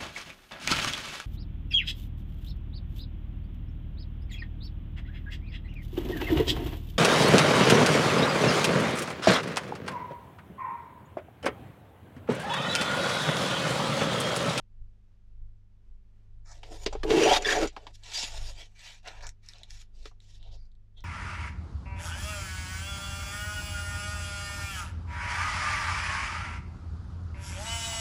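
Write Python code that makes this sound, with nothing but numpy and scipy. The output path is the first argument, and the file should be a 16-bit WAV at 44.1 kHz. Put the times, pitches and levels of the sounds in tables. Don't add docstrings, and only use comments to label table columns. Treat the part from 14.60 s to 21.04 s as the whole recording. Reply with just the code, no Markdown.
import sys
import numpy as np
from scipy import signal
from scipy.fft import rfft, irfft, next_fast_len
from scipy.io import wavfile

SR = 44100
rng = np.random.default_rng(int(sys.argv[2]) if len(sys.argv) > 2 else 0)


def digitize_waveform(pressure):
    field = np.atleast_2d(pressure).T
    bounded = np.clip(field, -1, 1)
    quanta = np.round(bounded * 32767).astype(np.int16)
    wavfile.write(sys.argv[1], SR, quanta)


N = 284004
TIME = np.arange(N) / SR
SILENCE_DB = -95

# f/Hz, level/dB
BASE_MODES = [(240, -5.5), (325, 5), (395, 2.5), (437, 4), (495, -6), (560, 0), (727, 3.5), (790, -2.5),
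              (870, -1.5), (970, -3), (1130, -9.5)]
# f/Hz, level/dB
BLADE_MODES = [(1310, -6.5), (1430, -3), (1700, -2), (1900, -1.5), (2280, 1), (2480, -6.5), (2740, -2),
               (3040, -3.5), (3270, -4.5), (3470, -16), (3700, -7.5), (4350, -17), (4750, -0.5),
               (5080, -12.5), (5870, -1), (6900, -1)]


def blade_strokes():
    # f/Hz, relative density/dB
    shear_colour = [(600, -22.5), (1100, -7), (2800, -8), (5900, -13), (9000, -24), (15500, -39.5)]
    span = slice(int(2.4 * SR), int(3.3 * SR))
    drone_db, drone_hz, ring_db, ring_hz, hiss_db = [c[span] for c in stroke_controls()]

    slips = (grains(2200, spread_db=3.0) * amp(0.94 * drift(45)))[span]
    base = damped(BASE_MODES, 18, 0.0012)
    drone = moving_modes(base, slips, drone_hz, octaves=0.29, far_db=-9.5, patchy_db=1.0, rate_hz=15)
    table_top = amp(-23.0) * band(slips, 58, 210)

    edge = damped(BLADE_MODES, 30, 0.011)
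    ring = moving_modes(edge, slips, ring_hz, octaves=0.16, far_db=-5.0, patchy_db=3.0, rate_hz=25)
    glide = np.sqrt(2) * np.sin(2 * np.pi * np.cumsum(ring_hz) / SR)
    ring = ring + amp(-4.0) * drift(70, size=len(ring)) * glide

    fibres = grains(3000, spread_db=0.5) + amp(-13.5) * grains(240, spread_db=7.0)
    hiss = coloured(fibres * amp(0.89 * drift(40)), shear_colour)[span]

    out = np.zeros(N)
    out[span] = amp(drone_db) * (drone + table_top) + amp(ring_db) * ring + amp(hiss_db) * hiss
    return out


def stroke_controls():
    # t/s, base and arm drone level/dB, f/Hz where the drone is strongest, edge contact level/dB
    strokes = [
        [(2.44, -26.5, 320, -70), (2.478, -34.5, 382, -51.5), (2.51, -23.5, 427, -39.5),
         (2.55, -19, 320, -38.5), (2.64, -21, 453, -32.5), (2.68, -21.5, 690, -33.5), (2.72, -19.5, 710, -30.5),
         (2.74, -27, 710, -30.5), (2.772, -28, 670, -29.5), (2.795, -36, 540, -54.5)],
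        [(2.845, -43, 500, -49), (2.865, -32.5, 486, -36.5), (2.91, -32, 520, -30), (2.95, -29.5, 734, -37),
         (3.0, -30.5, 453, -43.5), (3.035, -20.5, 416, -38), (3.06, -26.5, 388, -47), (3.075, -48, 414.8, -54)],
    ]
    # t/s, f/Hz
    edge_pitch = [(2.5, 2850), (2.55, 2680), (2.6, 3250), (2.65, 2450), (2.7, 3000), (2.735, 3600),
                  (2.78, 3750), (2.85, 1720), (2.95, 1912), (3.03, 1310)]
    shear_level = [2, 1.5]
    touch_s, leave_s = 0.015, 0.029

    rows = []
    for stroke, hiss_db in zip(strokes, shear_level):
        for s, drone_db, drone_hz, edge_db in stroke:
            ring_hz = np.interp(s, *np.transpose(edge_pitch))
            rows.append((s, drone_db, drone_hz, edge_db, ring_hz, edge_db + hiss_db))

    def still(s, row):
        return (s, SILENCE_DB, row[2], SILENCE_DB, row[4], SILENCE_DB)

    first = still(rows[0][0] - touch_s, rows[0])
    last = still(rows[-1][0] + leave_s, rows[-1])
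    return played([first] + rows + [last])


def squeals():
    # start t/s, length/s, level/dB, f/Hz, second partial's level over the first/dB
    catches = [(2.625, 0.047, -38.5, 2926, 5), (2.844, 0.023, -27, 1744, -1),
               (2.883, .016, -23.5, 1718, -15.5), (2.901, 0.0093, -26.5, 1810, -1.5),
               (2.923, 0.013, -24.5, 1670, -6)]
    width_hz, third_partial_db = 170, -11.5
    out = np.zeros(N)
    for s, length, db, hz, over_db in catches:
        at, size = round(s * SR), round(length * SR)
        slips = rng.standard_normal(int(0.1 * SR))
        partials = []
        for k in range(1, 4):
            twice = resonate(resonate(slips, k * hz, width_hz), k * hz, width_hz)
            partials.append(rms_one(twice[-size:]))
        tone = partials[0] + amp(over_db) * (partials[1] + amp(third_partial_db) * partials[2])
        out[at:at + size] += amp(db) * tone * np.sin(np.pi * np.arange(size) / size)
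    return out


def knocks():
    # t/s, level/dB, low thud's relative level/dB, its f/Hz,
    # blade ring's relative level/dB, its f/Hz, noise decay t60/s, rise/ms
    hits = [(2.031, -39.5, -1, 646, -3, 3030, 0.16, 0.78),
            (2.261, -3.5, -15.5, 372, -17.5, 4070, 0.083, 1.8),
            (2.325, -18, -13, 570, -20.5, 6840, 0.15, 3.8), (2.351, -21.5, -4, 517, -27, 2740, 0.086, 0.42),
            (2.432, -18.5, -14, 315.6, -6.5, 1740, 0.046, 1.9),
            (2.504, -16.5, -3.5, 442.6, -6, 2500, 0.12, 1), (2.582, -23.5, -18, 427, -2, 3200, .08, .8),
            (2.733, -13, -25, 727, -4, 3540, 0.14, 0.96), (2.822, -26.5, -9, 563, -3.5, 6820, 0.12, 0.44),
            (3.072, -27.5, -9, 410, -5.5, 6740, 0.13, 1.4), (3.164, -33.5, 2, 763, -4.5, 2200, 0.095, .8),
            (3.267, -26, -11, 750, -14, 3200, 0.091, 1), (3.632, -41, 0.5, 328, -26.5, 6020, 0.059, 0.94),
            (5.455, -28, -12, 553, -7.5, 1550, 0.093, 0.65), (5.513, -56.5, 3, 980, -23.5, 1510, 0.04, 1.1)]
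    out = np.zeros(N)
    for s, db, thud_db, thud_hz, ring_db, ring_hz, t60, rise_ms in hits:
        at, puff = burst(s, t60, rise_ms)
        blow = puff * amp(-600 * np.arange(len(puff)) / SR)
        thud = sum(amp(level) * (near(f, thud_hz, 0.33) + 0.085) * resonate(blow, f, w)
                   for f, w, level in damped(BASE_MODES, 30, 0.017))
        ring = sum(amp(level) * (near(f, ring_hz, 0.31) + 0.05) * resonate(blow, f, w)
                   for f, w, level in damped(BLADE_MODES, 170, 0.02))
        thud, ring = band(thud, 83, 1500), band(ring, 440, 6900)
        crack = amp(-12.0) * band(puff, 1800, 4800) + amp(-32.0) * band(blow, 4600, 15000)
        bright = ring / np.abs(ring).max() + crack
        knock = amp(thud_db) * thud / np.abs(thud).max() + amp(ring_db) * bright
        out[at:at + len(puff)] += amp(db) * knock
    return out


def sliding_sheet():
    # f/Hz, relative level per band/dB
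    sheet_colour = [(1200, -13.5), (2000, 4), (6000, 16), (9000, 1.5), (15000, -11.5)]
    squeak_octaves = 0.16
    span = slice(int(1.7 * SR), N)
    rustle_db, centre_hz, octaves, drum_db, drum_hz = [c[span] for c in rub_controls()]
    spread = np.maximum(octaves, 0.08)

    flutter = amp(1.7 * drift(45))
    rubs = []
    for _ in range(2):
        fine_and_coarse = grains(9800, spread_db=1.0) + amp(-15.5) * grains(160, spread_db=5)
        rubs.append((fine_and_coarse * flutter)[span])

    hz, db = np.transpose(sheet_colour)
    edges = np.geomspace(1150, 15500, 17)
    rustle, power = 0, 1e-9
    for k, (low, high) in enumerate(zip(edges, edges[1:])):
        mid = np.sqrt(low * high)
        broad = amp(np.interp(np.log(mid), np.log(hz), db) - 6.5) * octaves ** 2
        gain = broad + near(mid, centre_hz, spread)
        rustle = rustle + gain * amp(2.2 * drift(14, size=len(gain))) * band(rubs[k % 2], low, high)
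        power = power + gain ** 2
    rustle = amp(-5.5) * bounced(rustle / np.sqrt(power))

    squeak = np.clip(1 - octaves / squeak_octaves, 0, 1)
    streaks = damped(BLADE_MODES, 35, 0.018)
    ring = moving_modes(streaks, rubs[1], centre_hz, spread, far_db=-20, patchy_db=4.5, rate_hz=9)
    under = damped(BASE_MODES[1:] + BLADE_MODES[:5], 40, 0.05)
    drum = moving_modes(under, rubs[0], drum_hz, octaves=0.71, far_db=-28, patchy_db=2.5, rate_hz=12)

    out = np.zeros(N)
    mix = (1 - squeak) * rustle + (amp(-12.5) + squeak) * ring + amp(drum_db) * drum
    out[span] = amp(rustle_db) * mix
    return out


def rub_controls():
    # start t/s, swell/s, fade/s, level/dB, depth of swell and fade/dB
    # (negative: a dip), rustle centre f/Hz, its spread/octaves, trimmer drumming's relative level/dB, its f/Hz
    strokes_of_hand = [(1.863, 0.059, 0.023, -50.5, 10.5, 5707, 0.33, -4.5, 1317),
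                       (1.946, 0.014, 0.18, -60, -2, 3340, 1, 1.5, 484.6),
                       (2.05, 0.011, 0.11, -57, 1, 3930, 0.92, 0.5, 626),
                       (2.111, 0.02, 0.046, -49.5, 5, 4425, 0.99, 3.5, 536),
                       (2.189, 0.056, 0.0054, -44.5, 14, 5750, 0.81, -3, 692),
                       (2.253, 0.0035, 0.2, -52.5, 15, 3140, 0.52, 0.5, 730),
                       (3.128, 0.066, 0.12, -62.5, 3, 3800, 0.7, 4, 710),
                       (3.333, 0.024, 0.012, -48, 17, 5010, 0.63, -32, 899),
                       (3.37, .3, 0.76, -67, -4, 3900, 1.2, -7, 886),
                       (3.439, 0.088, 0.012, -39.5, 12.5, 3790, 0.62, -9.5, 1007),
                       (3.539, 0.02, 0.092, -31, 1, 4310, 0.59, -16, 1060),
                       (3.661, 0.015, 0.08, -42, 3.5, 3960, 0.83, -6, 870),
                       (3.752, 0.026, 0.015, -38.5, 7.5, 3900, .7, -10.5, 858),
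                       (3.801, 0.11, 0.0093, -43, 4, 4555, .75, -9.5, 878),
                       (3.948, 0.034, 0.075, -44.5, 9.5, 3510, .6, -9, 655),
                       (4.158, 0.12, 0.1, -42.5, 14.5, 3150, 0.72, -14, 1155),
                       (4.446, 0.032, 0.052, -41, 17, 2770, 0.45, -2, 930),
                       (4.519, 0.042, 0.047, -54.5, -4.5, 2703, 0.62, 2, 1010),
                       (4.623, 0.013, 0.039, -43, 10, 5300, 0.2, -1, 1210),
                       (4.836, 0.08, 0.032, -57, 8, 4185, 0.79, -7.5, 1826),
                       (4.935, 0.0097, 0.18, -59, 7.5, 3360, 0.51, -3.5, 795),
                       (5.101, 0.044, 0.072, -55.5, -0.5, 4410, 0.7, -14, 1425),
                       (5.345, 0.085, 0.013, -57, 12, 4510, 0.56, -9.5, 496),
                       (5.448, 0.029, 0.0077, -54.5, 3.5, 3720, 0.76, -8, 1100),
                       (5.619, 0.13, 0.023, -58, 6, 4435, 0.6, -15.5, 713),
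                       (5.798, 0.048, 0.1, -59.5, 8, 3520, 0.28, -5, 622),
                       (5.92, 0.027, 0.017, -55, 8, 4304, 0.39, -2.5, 580),
                       (5.965, 0.011, 0.097, -65.5, 12.5, 4640, 0.096, -15, 1037),
                       (6.364, 0.0096, 0.076, -55.5, 17, 3520, .15, -13, 604)]
    onset_db_per_s, release_db_per_s = 1206, 483
    power, colour = amp(2 * SILENCE_DB - 40), 0
    for start, swell, fade, db, depth_db, *tone in strokes_of_hand:
        swell, fade = max(swell, 0.002), max(fade, 0.002)
        end = start + swell + fade
        body = peaked(start + swell, depth_db / swell, depth_db / fade)
        edges = np.minimum((TIME - start) * onset_db_per_s, (end - TIME) * release_db_per_s) - depth_db
        inside = (TIME > start) & (TIME < end)
        level_db = np.maximum(db + np.where(inside, body, edges), SILENCE_DB - 20)
        own = amp(2 * level_db)
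        power = power + own
        colour = colour + own * np.array(tone)[:, None]
    return [10 * np.log10(power), *(colour / power)]


def snaps():
    # t/s, level/dB, f/Hz
    buckles = [(3.435, -42, 3760), (4.453, -48, 2102), (4.475, -39.5, 5230), (4.484, -35.5, 3750),
               (4.626, -45, 4780), (4.668, -30.5, 5920), (4.691, -33, 5930), (4.862, -52, 5500),
               (4.887, -34.5, 4540), (4.935, -43.5, 3700), (4.984, -49, 4800), (4.991, -56, 6130),
               (5.033, -37.5, 3550), (5.106, -36.5, 4930), (5.6032, -50.5, 3610), (5.8277, -50, 3670),
               (6.054, -65, 4590), (6.1166, -64.5, 3950), (6.152, -65.5, 3760), (6.4058, -53, 4840)]
    ratio = 1.22
    out = np.zeros(N)
    for s, db, hz in buckles:
        at, puff = burst(s, t60=0.061, rise_ms=0.45)
        puff = puff * (amp(-20.0) + np.exp(-np.arange(len(puff)) / (0.0005 * SR)))
        pop = band(puff, hz / ratio, hz * ratio)
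        pop = pop / np.abs(pop).max()
        pop = pop + amp(1.5) * band(puff, 1880, 7070) + amp(-19.5) * band(puff, 9000, 14300)
        out[at:at + len(puff)] += amp(db) * pop
    return bounced(out)


def bounced(x):
    bounce_ms, gain = 0.54, 0.3
    at = np.arange(len(x))
    lag = bounce_ms * SR / 1000 * (1 + 0.04 * drift(1.2, size=len(x)))
    return (x + gain * np.interp(at - lag, at, x, left=0)) / np.sqrt(1 + gain ** 2)


def room(x):
    t60_s = 0.083
    age = np.arange(int(0.4 * SR)) / SR
    tail = rng.standard_normal(len(age)) * amp(-60 * age / t60_s) * (age > 0.004)
    tail = signal.lfilter([1], [1, -0.6], tail)
    return signal.fftconvolve(x, tail / np.sqrt(np.sum(tail ** 2)))[:N]


def background():
    # f/Hz, level relative to the sway/dB
    stand_modes = [(21.5, 3), (49.5, -4.5), (100, -15.5)]
    # f/Hz, rms level/dB
    hum_partials = [(100, -63), (200, -76.5), (350, -93), (400, -89)]
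    # f/Hz, relative density/dB
    hiss_colour = [(25, -5), (70, -8), (130, -24), (250, -27.5), (1000, -39), (3000, -44), (6000, -50),
                   (9000, -58), (16000, -68)]
    hiss_db = -65.5

    sway_db = sway_level()
    sway = 0
    for hz, db in stand_modes:
        level = amp(sway_db + db + 1.5 * drift(15))
        cycles = np.cumsum(hz * (1 + 0.013 * drift(2.6))) / SR
        sway = sway + level * np.sin(2 * np.pi * cycles)
    rumble = amp(sway_db - 26.0) * band(rng.standard_normal(N), 34, 140)
    hum = sum(amp(db + 0.5 * drift(2.1)) * np.sin(2 * np.pi * (hz * TIME + rng.random()))
              for hz, db in hum_partials)
    hiss = amp(hiss_db + drift(3.5)) * coloured(rng.standard_normal(N), hiss_colour)
    return np.sqrt(2) * (sway + hum) + rumble + hiss


def sway_level():
    # peak t/s, level/dB, rise/s and fall/s over swing_db
    swings = [(0.223, -41, 0.1, 0.12), (0.832, -41, 0.21, 0.15), (1.33, -46.5, 0.14, 0.22),
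              (1.771, -48.5, 0.23, 0.8), (2.28, -41.5, 0.35, 0.96), (2.51, -37, 0.51, 0.058),
              (2.73, -38, 0.051, 0.27), (3.05, -38, 0.3, 0.099), (3.34, -51.5, 0.19, 0.65),
              (3.822, -34.5, 0.2, 0.21), (4.688, -42, 0.28, 0.044), (5.141, -43, 0.1, 0.18),
              (5.411, -44, 0.16, 0.18), (5.9, -42.5, 0.34, 0.39), (6.44, -43.5, 0.13, 0.23)]
    swing_db, rest_db = 20, -58
    power = sum(amp(2 * (db + peaked(s, swing_db / rise, swing_db / fall))) for s, db, rise, fall in swings)
    return 10 * np.log10(power + amp(2 * rest_db))


def burst(s, t60, rise_ms):
    at = round(s * SR)
    age = np.arange(min(int(0.25 * SR), N - at)) / SR
    rise = np.minimum(1000 * age / max(rise_ms, 0.05), 1)
    noise = rng.standard_normal(int(0.25 * SR))[:len(age)]
    return at, noise * rise * amp(-60 * age / max(t60, 0.003))


def grains(per_s, spread_db):
    sizes = amp(spread_db * np.minimum(rng.exponential(1, N), 5)) * rng.choice([-1, 1], N)
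    return rms_one(sizes * (rng.random(N) < per_s / SR))


def moving_modes(modes, drive, centre_hz, octaves, far_db, patchy_db, rate_hz):
    out, power = 0, 1e-9
    for k, (hz, width_hz, db) in enumerate(modes):
        gain = amp(db) * (near(hz, centre_hz, octaves) + amp(far_db))
        patches = amp(patchy_db * drift(rate_hz, size=len(drive)))
        out = out + (-1) ** k * resonate(drive * gain * patches, hz, width_hz)
        power = power + 2 * gain ** 2
    return out / np.sqrt(power)


def damped(modes, base_hz, share):
    return [(hz, base_hz + share * hz, db) for hz, db in modes]


def near(hz, centre_hz, octaves):
    return np.exp(-0.5 * (np.log2(hz / centre_hz) / octaves) ** 2)


def resonate(x, hz, width_hz):
    r = np.exp(-np.pi * width_hz / SR)
    zeros = np.sqrt(1 - r * r) * np.array([1, 0, -1])
    poles = [1, -2 * r * np.cos(2 * np.pi * hz / SR), r * r]
    return signal.lfilter(zeros, poles, x + 1e-18)


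def band(x, low_hz, high_hz):
    sos = signal.butter(3, [low_hz, high_hz], "band", fs=SR, output="sos")
    return signal.sosfilt(sos, x) / np.sqrt(2.1 * (high_hz - low_hz) / SR)


def coloured(x, spectrum):
    hz, db = np.transpose(spectrum)
    size = next_fast_len(N)
    axis = np.log(np.arange(size // 2 + 1) * SR / size + 1)
    gain = amp(np.interp(axis, np.log(hz), db))
    return rms_one(irfft(rfft(x, size) * gain, size)[:N])


def drift(rate_hz, size=N):
    r = np.exp(-80 * np.pi * rate_hz / SR)
    noise = rng.standard_normal(N // 40 + 2002)
    slow = signal.lfilter([1], [1, -2 * r, r * r], noise)[2000:]
    return np.interp(np.arange(size) / 40, np.arange(len(slow)), rms_one(slow))


def peaked(peak_s, rise_db_per_s, fall_db_per_s):
    return np.minimum((TIME - peak_s) * rise_db_per_s, (peak_s - TIME) * fall_db_per_s)


def played(rows):
    s, *columns = np.transpose(rows)
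    return [np.interp(TIME, s, c) for c in columns]


def amp(db):
    return 10 ** (np.asarray(db) / 20)


def rms_one(x):
    return x / np.sqrt(np.mean(x ** 2) + 1e-20)


def scene():
    table = blade_strokes() + squeals() + knocks() + sliding_sheet() + snaps()
    room_db = -22.5
    return (table + amp(room_db) * room(table) + background())[None]


def record(dry):
    return signal.sosfilt(signal.cheby2(12, 60, 15700, fs=SR, output="sos"), dry)


dry = scene()
out = record(dry)
digitize_waveform(out)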